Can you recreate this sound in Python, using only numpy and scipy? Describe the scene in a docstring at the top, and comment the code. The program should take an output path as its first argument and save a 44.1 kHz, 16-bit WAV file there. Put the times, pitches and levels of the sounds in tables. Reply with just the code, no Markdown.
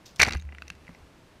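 """Lure splash beside a dock

A lure skims in and smacks the lake in front of a waterproof housing held at the surface.
Thrown water hits the housing as a volley of drops, each ringing its shell for a few milliseconds.
The wave sets the mount booming, stragglers tick, air pockets ring, the wooden dock reflects
the patter, and quiet lake air goes on behind."""
import sys
import numpy as np
from scipy import signal
from scipy.fft import rfft, irfft
from scipy.io import wavfile
from scipy.ndimage import uniform_filter1d

SR = 44100
rng = np.random.default_rng(int(sys.argv[2]) if len(sys.argv) > 2 else 0)


def unload_audio(sound):
    """Save the sound as a 16-bit wav file, at the path given as the first command line argument."""
    columns = np.transpose(np.atleast_2d(sound))
    # keep every value between -1 and 1, then stretch to whole-number steps
    steps = np.round(np.clip(columns, -1, 1) * 32767)
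    wavfile.write(sys.argv[1], SR, steps.astype(np.int16))


N = 61739
TIME = np.arange(N) / SR
TICK_TIME = TIME[:SR // 12]

# housing shell mode families, mid to high: (frequency [Hz], level [dB], t60 [s])
SHELL_RING = [(1434, -2, 0.0099), (1687, -5, 0.011), (2022, 1, 0.017), (2307, 4, 0.0076),
              (2683, 3.5, 0.0084)]
SHELL_CLACK = [(3870, -3, .007), (4200, -5, .006), (4560, 3.5, 0.0041), (5570, -3.5, .006),
               (6040, -8.5, 0.0045), (7220, -10.5, 0.0074)]
SHELL_SIZZLE = [(8870, 3, 0.0045), (9480, -2.5, .006), (10340, -3, .005), (11350, -3.5, 0.0048),
                (12600, -7, .006), (13900, -13, 0.0062), (14700, -19, .005)]


def from_db(db):
    """Decibels to gain."""
    return 10 ** (np.asarray(db) / 20)


def unit_rms(x):
    """Scale to rms 1."""
    return x / np.sqrt(np.mean(x ** 2) + 1e-20)


def envelope(points):
    """Gain curve through (time [s], level [dB]) points."""
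    return from_db(np.interp(TIME, *np.transpose(points)))


def noise(spectrum, grains_per_s=SR):
    """Unit-rms noise shaped by (frequency [Hz], level [dB]); sparse grains crackle."""
    hz, db = np.transpose(spectrum)
    bins_hz = np.maximum(np.fft.rfftfreq(2 * N, 1 / SR), 1)
    shape = from_db(np.interp(np.log(bins_hz), np.log(hz), db)) * (bins_hz > 10)
    grains = rng.standard_normal(2 * N) * (rng.random(2 * N) < grains_per_s / SR)
    return unit_rms(irfft(rfft(grains) * shape)[:N])


def ringing(modes, t, gains=1):
    """Damped sines after one blow."""
    hz, db, t60_s = np.transpose(modes)
    sines = np.sin(2 * np.pi * np.outer(hz, t))
    decays = np.exp(-np.log(1000) * np.outer(1 / t60_s, t))
    return (gains * from_db(db)) @ (sines * decays)


def family_band(x, modes):
    """Band-pass to the span of a mode family."""
    margin = 1.011
    edges_hz = [modes[0][0] / margin, min(modes[-1][0] * margin, 0.45 * SR)]
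    return signal.sosfilt(signal.butter(2, edges_hz, "band", fs=SR, output="sos"), x)


def shell(modes, weights=1):
    """Shell impulse response: modes start together at randomised strengths."""
    scatter_db = 3.76 * rng.standard_normal(len(modes))
    return ringing(modes, TICK_TIME, weights * from_db(scatter_db))


def drops():
    """Each drop drives the shell with a spike, then a brief spatter as it breaks up."""
    # drop impacts, levels before trim:
    # (time [s], ring centre [Hz], knock [dB], ring [dB], clack [dB], sizzle [dB])
    impacts = [(0.1955, 2170, -32.5, -17.5, -26.5, -41), (0.1987, 2210, -20, -11.5, -22.5, -30),
               (0.2017, 1730, -26, -9, -16.5, -38), (0.2074, 1210, -31, -33, -30, -42),
               (0.2079, 1540, -24.5, -14, -23, -41), (0.2128, 2350, -49, -21, -22, -42),
               (0.2147, 2160, -32, -6, -23, -37), (0.218, 1970, -23, -13, -8, -31),
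               (0.2208, 2442, -19.5, -15, -9.5, -25.5), (0.2278, 2600, -22, -12.5, -28, -36.5),
               (0.2295, 2310, -31, -6.5, -18, -30.5), (0.2312, 2107, -19.5, -13.5, -18, -40.5),
               (0.2324, 2170, -24, -16, -12.5, -34), (0.233, 1965, -28, -11.5, -15, -26.5),
               (0.2357, 1700, -32.5, -19.5, -19.5, -41.5), (0.2492, 2176, -42.5, -26, -23, -45.5),
               (0.2542, 1867, -29.5, -31.5, -41, -51), (0.258, 1540, -35.5, -25, -42.5, -53.5),
               (0.263, 2327, -43, -29, -40, -49), (0.2654, 1780, -38, -25, -28.5, -48.5),
               (0.2682, 1960, -27, -25.5, -39, -50), (0.274, 2250, -36, -48, -30, -56),
               (0.278, 1420, -25.5, -31.5, -44, -56), (0.2797, 2800, -36, -35, -55, -48),
               (0.283, 1350, -24, -24.5, -34, -43), (0.2867, 2160, -30.5, -22.5, -29, -46),
               (0.293, 2610, -49, -30.5, -32, -51), (0.3075, 2500, -55, -29, -40, -58),
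               (0.3093, 1900, -50, -28, -32.5, -48), (0.321, 1830, -54, -34, -40, -56),
               (0.3241, 1490, -37, -30, -25.5, -50), (0.334, 2320, -39, -28, -25.5, -62),
               (0.34, 2400, -65, -41, -41, -59), (0.3467, 2410, -50, -49.5, -49, -60),
               (0.3508, 1630, -34.5, -29, -41, -51), (0.372, 2700, -59, -43.5, -60, -58),
               (0.398, 2470, -76, -48.5, -45, -58), (0.4225, 2920, -57, -48, -54, -65),
               (0.451, 2000, -71, -53.5, -79.5, -66), (0.4901, 2010, -50, -41.5, -80, -79),
               (0.524, 1770, -46.5, -41, -61, -81.5), (0.528, 2000, -46, -50.5, -67.5, -81.5),
               (0.549, 1640, -56, -39, -57.5, -60.5), (0.584, 2000, -67, -35.5, -50, -67),
               (0.621, 2600, -55, -33, -40.5, -55), (0.6805, 2700, -71, -42.5, -39.5, -53),
               (0.7018, 2530, -48.5, -28, -34.5, -47.5), (0.752, 1490, -67, -53, -53, -71),
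               (0.8795, 1940, -59, -39, -78, -68), (0.892, 1976, -39.5, -49, -66, -71),
               (0.948, 2045, -50.5, -45.5, -52.5, -75)]
    # lowest shell modes: (frequency [Hz], level [dB], t60 [s])
    shell_knock = [(162, -20, .08), (275, -13, 0.042), (556, -6, 0.0076), (803, 3, .012), (983, -1.5, .009)]
    knock_trim_db, clack_trim_db, sizzle_trim_db = -0.8, -2.15, -1.06
    spatter_db, spatter_decay_s = -18, 0.0017
    ring_width_oct, ring_floor = 0.073, 0.3
    ring_hz = np.array(SHELL_RING)[:, 0]
    spatter = from_db(spatter_db) * np.exp(-TICK_TIME / spatter_decay_s)
    length = len(TICK_TIME)
    out = np.zeros(N + SR)
    for time_s, centre_hz, knock_db, ring_db, clack_db, sizzle_db in impacts:
        start = int(time_s * SR)
        offset_oct = np.log2(ring_hz / centre_hz)
        ring_weights = ring_floor + np.exp(-0.5 * (offset_oct / ring_width_oct) ** 2)
        families = ((shell_knock, 1, knock_db + knock_trim_db),
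                    (SHELL_RING, ring_weights, ring_db),
                    (SHELL_CLACK, 1, clack_db + clack_trim_db),
                    (SHELL_SIZZLE, 1, sizzle_db + sizzle_trim_db))
        for modes, weights, db in families:
            force = spatter * rng.standard_normal(length)
            force[0] = 1
            response = signal.fftconvolve(force, shell(modes, weights))[:length]
            tick = family_band(response, modes)
            tick *= np.sqrt(SR / 1000 / np.sum(tick ** 2))  # energy of 1 ms at rms 1
            out[start:start + length] += from_db(db) * tick
    return out[:N]


def spray():
    """Fine droplets patter on the shell in clumps."""
    # spray strength: (time [s], level [dB])
    contour = [(0, -110), (.18, -90), (.197, -46), (.235, -55), (.255, -35.5), (.288, -36), (.30, -47.5),
               (.335, -41), (.36, -43), (.39, -56), (.45, -72), (.75, -62), (.86, -70.5), (.89, -57),
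               (.97, -68), (1.05, -81.5), (1.4, -92.5)]
    droplets_per_s, spread_db = 700, 5
    clump_s, clump_db = 0.004, 3.5
    clumps = unit_rms(uniform_filter1d(rng.standard_normal(N), int(clump_s * SR)))
    size_db = spread_db * np.minimum(rng.exponential(1, N), 4) + clump_db * np.clip(clumps, -2, 2)
    droplets = from_db(size_db) * (rng.random(N) < droplets_per_s / SR)
    out = np.zeros(N)
    for modes, db in ((SHELL_RING, -1), (SHELL_CLACK, -11), (SHELL_SIZZLE, -23)):
        patter = np.zeros(N)
        for mode in modes:
            force = droplets * rng.standard_normal(N)
            patter += signal.fftconvolve(force, shell([mode]))[:N]
        out += from_db(db) * unit_rms(family_band(patter, modes))
    return out * envelope(contour)


def mount_boom():
    """Each wave leaves the mount swinging in its low modes."""
    # wave pushes: (time [s], level [dB], rise constant [s])
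    pushes = [(0.207, -20.5, 0.017), (0.3494, -19, 0.0042), (0.4403, -25.5, 0.019), (0.896, -47.5, 0.0081),
              (1.017, -45, 0.0065)]
    # mount resonances: (frequency [Hz], level [dB], t60 [s])
    mount_modes = [(66.6, -0.5, 0.18), (72.24, -14, 1.36), (138, -26, .25), (180, -23.5, .4)]
    out = np.zeros(N)
    for time_s, db, rise_s in pushes:
        age_s = np.maximum(TIME - time_s, 0)
        out += from_db(db) * (1 - np.exp(-age_s / rise_s)) * ringing(mount_modes, age_s)
    return out


def surges():
    """Dull churning while water presses on the housing."""
    # water shoves: (start [s], length [s], level [dB])
    shoves = [(0.194, 0.025, -36), (0.239, 0.02, -38.5), (0.271, 0.016, -32), (0.303, 0.056, -37.5),
              (0.89, .012, -48)]
    # churn spectrum: (frequency [Hz], relative density [dB])
    spectrum = [(25, -13.5), (60, 4), (130, -1), (260, -4.5), (450, -15.5), (750, -14), (1200, -15.5),
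                (3000, -50)]
    rise_s, decay_s = 0.0018, 0.0025
    pressure = np.zeros(N)
    for start_s, length_s, db in shoves:
        attack = np.clip((TIME - start_s) / rise_s, 0, 1)
        release = np.exp(-np.maximum(TIME - start_s - length_s, 0) / decay_s)
        pressure += from_db(db) * attack * release
    return pressure * noise(spectrum)


def bubbles():
    """Air pockets ring as they close, rising slightly in pitch."""
    # hollow glugs to tiny pings: (time [s], start frequency [Hz], level [dB], t60 [s])
    pockets = [(.160, 8900, -44, .009), (0.371, 6100, -42, 0.02), (.398, 3730, -43, 0.023),
               (0.403, 6440, -52, 0.012), (.414, 6530, -47.5, 0.0092), (0.423, 6430, -46.5, 0.011),
               (0.523, 2765, -44, 0.026), (0.531, 183, -55.5, .2), (0.619, 170, -55, 0.18),
               (0.6211, 1470, -29.5, 0.013), (0.6806, 5950, -35.5, 0.0099), (0.704, 169, -43, 0.1),
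               (0.89, 173.7, -43.5, .2)]
    rise_per_t60 = 0.035
    out = np.zeros(N)
    for time_s, hz, db, t60_s in pockets:
        age_s = np.maximum(TIME - time_s, 0)
        cycles = hz * age_s * (1 + 0.5 * rise_per_t60 * np.minimum(age_s / t60_s, 2))
        out += from_db(db) * np.sin(2 * np.pi * cycles) * np.exp(-np.log(1000) * age_s / t60_s)
    return out


def lure_skim():
    """Thin hiss of the lure skimming the surface before the splash."""
    # swishes: (start [s], level [dB], rise [s], decay constant [s])
    swishes = [(.054, -48.5, 0.0077, 0.034), (0.16, -47, .002, .006), (.18, -49, 0.012, .012)]
    # hiss spectrum: (frequency [Hz], relative density [dB])
    spectrum = [(1200, -31), (2700, -7), (4000, -3.5), (5600, -1), (7300, -10), (9000, -21.5),
                (14000, -18.5), (16000, -32)]
    swell = np.zeros(N)
    for start_s, db, rise_s, decay_s in swishes:
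        attack = np.clip((TIME - start_s) / rise_s, 0, 1)
        release = np.exp(-np.maximum(TIME - start_s - rise_s, 0) / decay_s)
        swell += from_db(db) * attack * release
    return swell * noise(spectrum, grains_per_s=4800)


def dock_reflections(splash):
    """Short, dull scatter from the deck and its posts."""
    gain_db, t60_s, delay_s, cutoff_hz = -27, 0.14, 0.008, 6200
    tail = rng.standard_normal(N) * np.exp(-np.log(1000) * TIME / t60_s) * (TIME > delay_s)
    tail = signal.sosfilt(signal.butter(2, cutoff_hz, fs=SR, output="sos"), tail)
    tail /= np.sqrt(np.sum(tail ** 2))
    return from_db(gain_db) * signal.fftconvolve(splash, tail)[:N]


def lake_air():
    """Quiet, low background noise that dips after the splash."""
    # air loudness: (time [s], level [dB])
    contour = [(0, -55.5), (.08, -55), (.2, -55.5), (.42, -59.5), (.62, -57), (.88, -54.5), (1.4, -55.5)]
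    # air spectrum: (frequency [Hz], relative density [dB])
    spectrum = [(25, -6), (60, -1), (110, -2), (180, -3.5), (300, -6), (575, -11), (1100, -14), (2200, -19),
                (5000, -26), (9000, -33.5), (14300, -40.5), (16000, -56)]
    return envelope(contour) * noise(spectrum)


def scene():
    """Splash, boom and lake air in mono."""
    splash = drops() + spray()
    mix = splash + dock_reflections(splash) + mount_boom() + surges() + bubbles()
    return (mix + lure_skim() + lake_air())[None]


def record(dry):
    """Clip at full scale, then low-pass steeply."""
    stopband_hz = 16500
    lowpass = signal.cheby2(14, 60, stopband_hz, fs=SR, output="sos")
    return signal.sosfilt(lowpass, np.clip(dry, -1, 1))


dry = scene()
out = record(dry)
unload_audio(out)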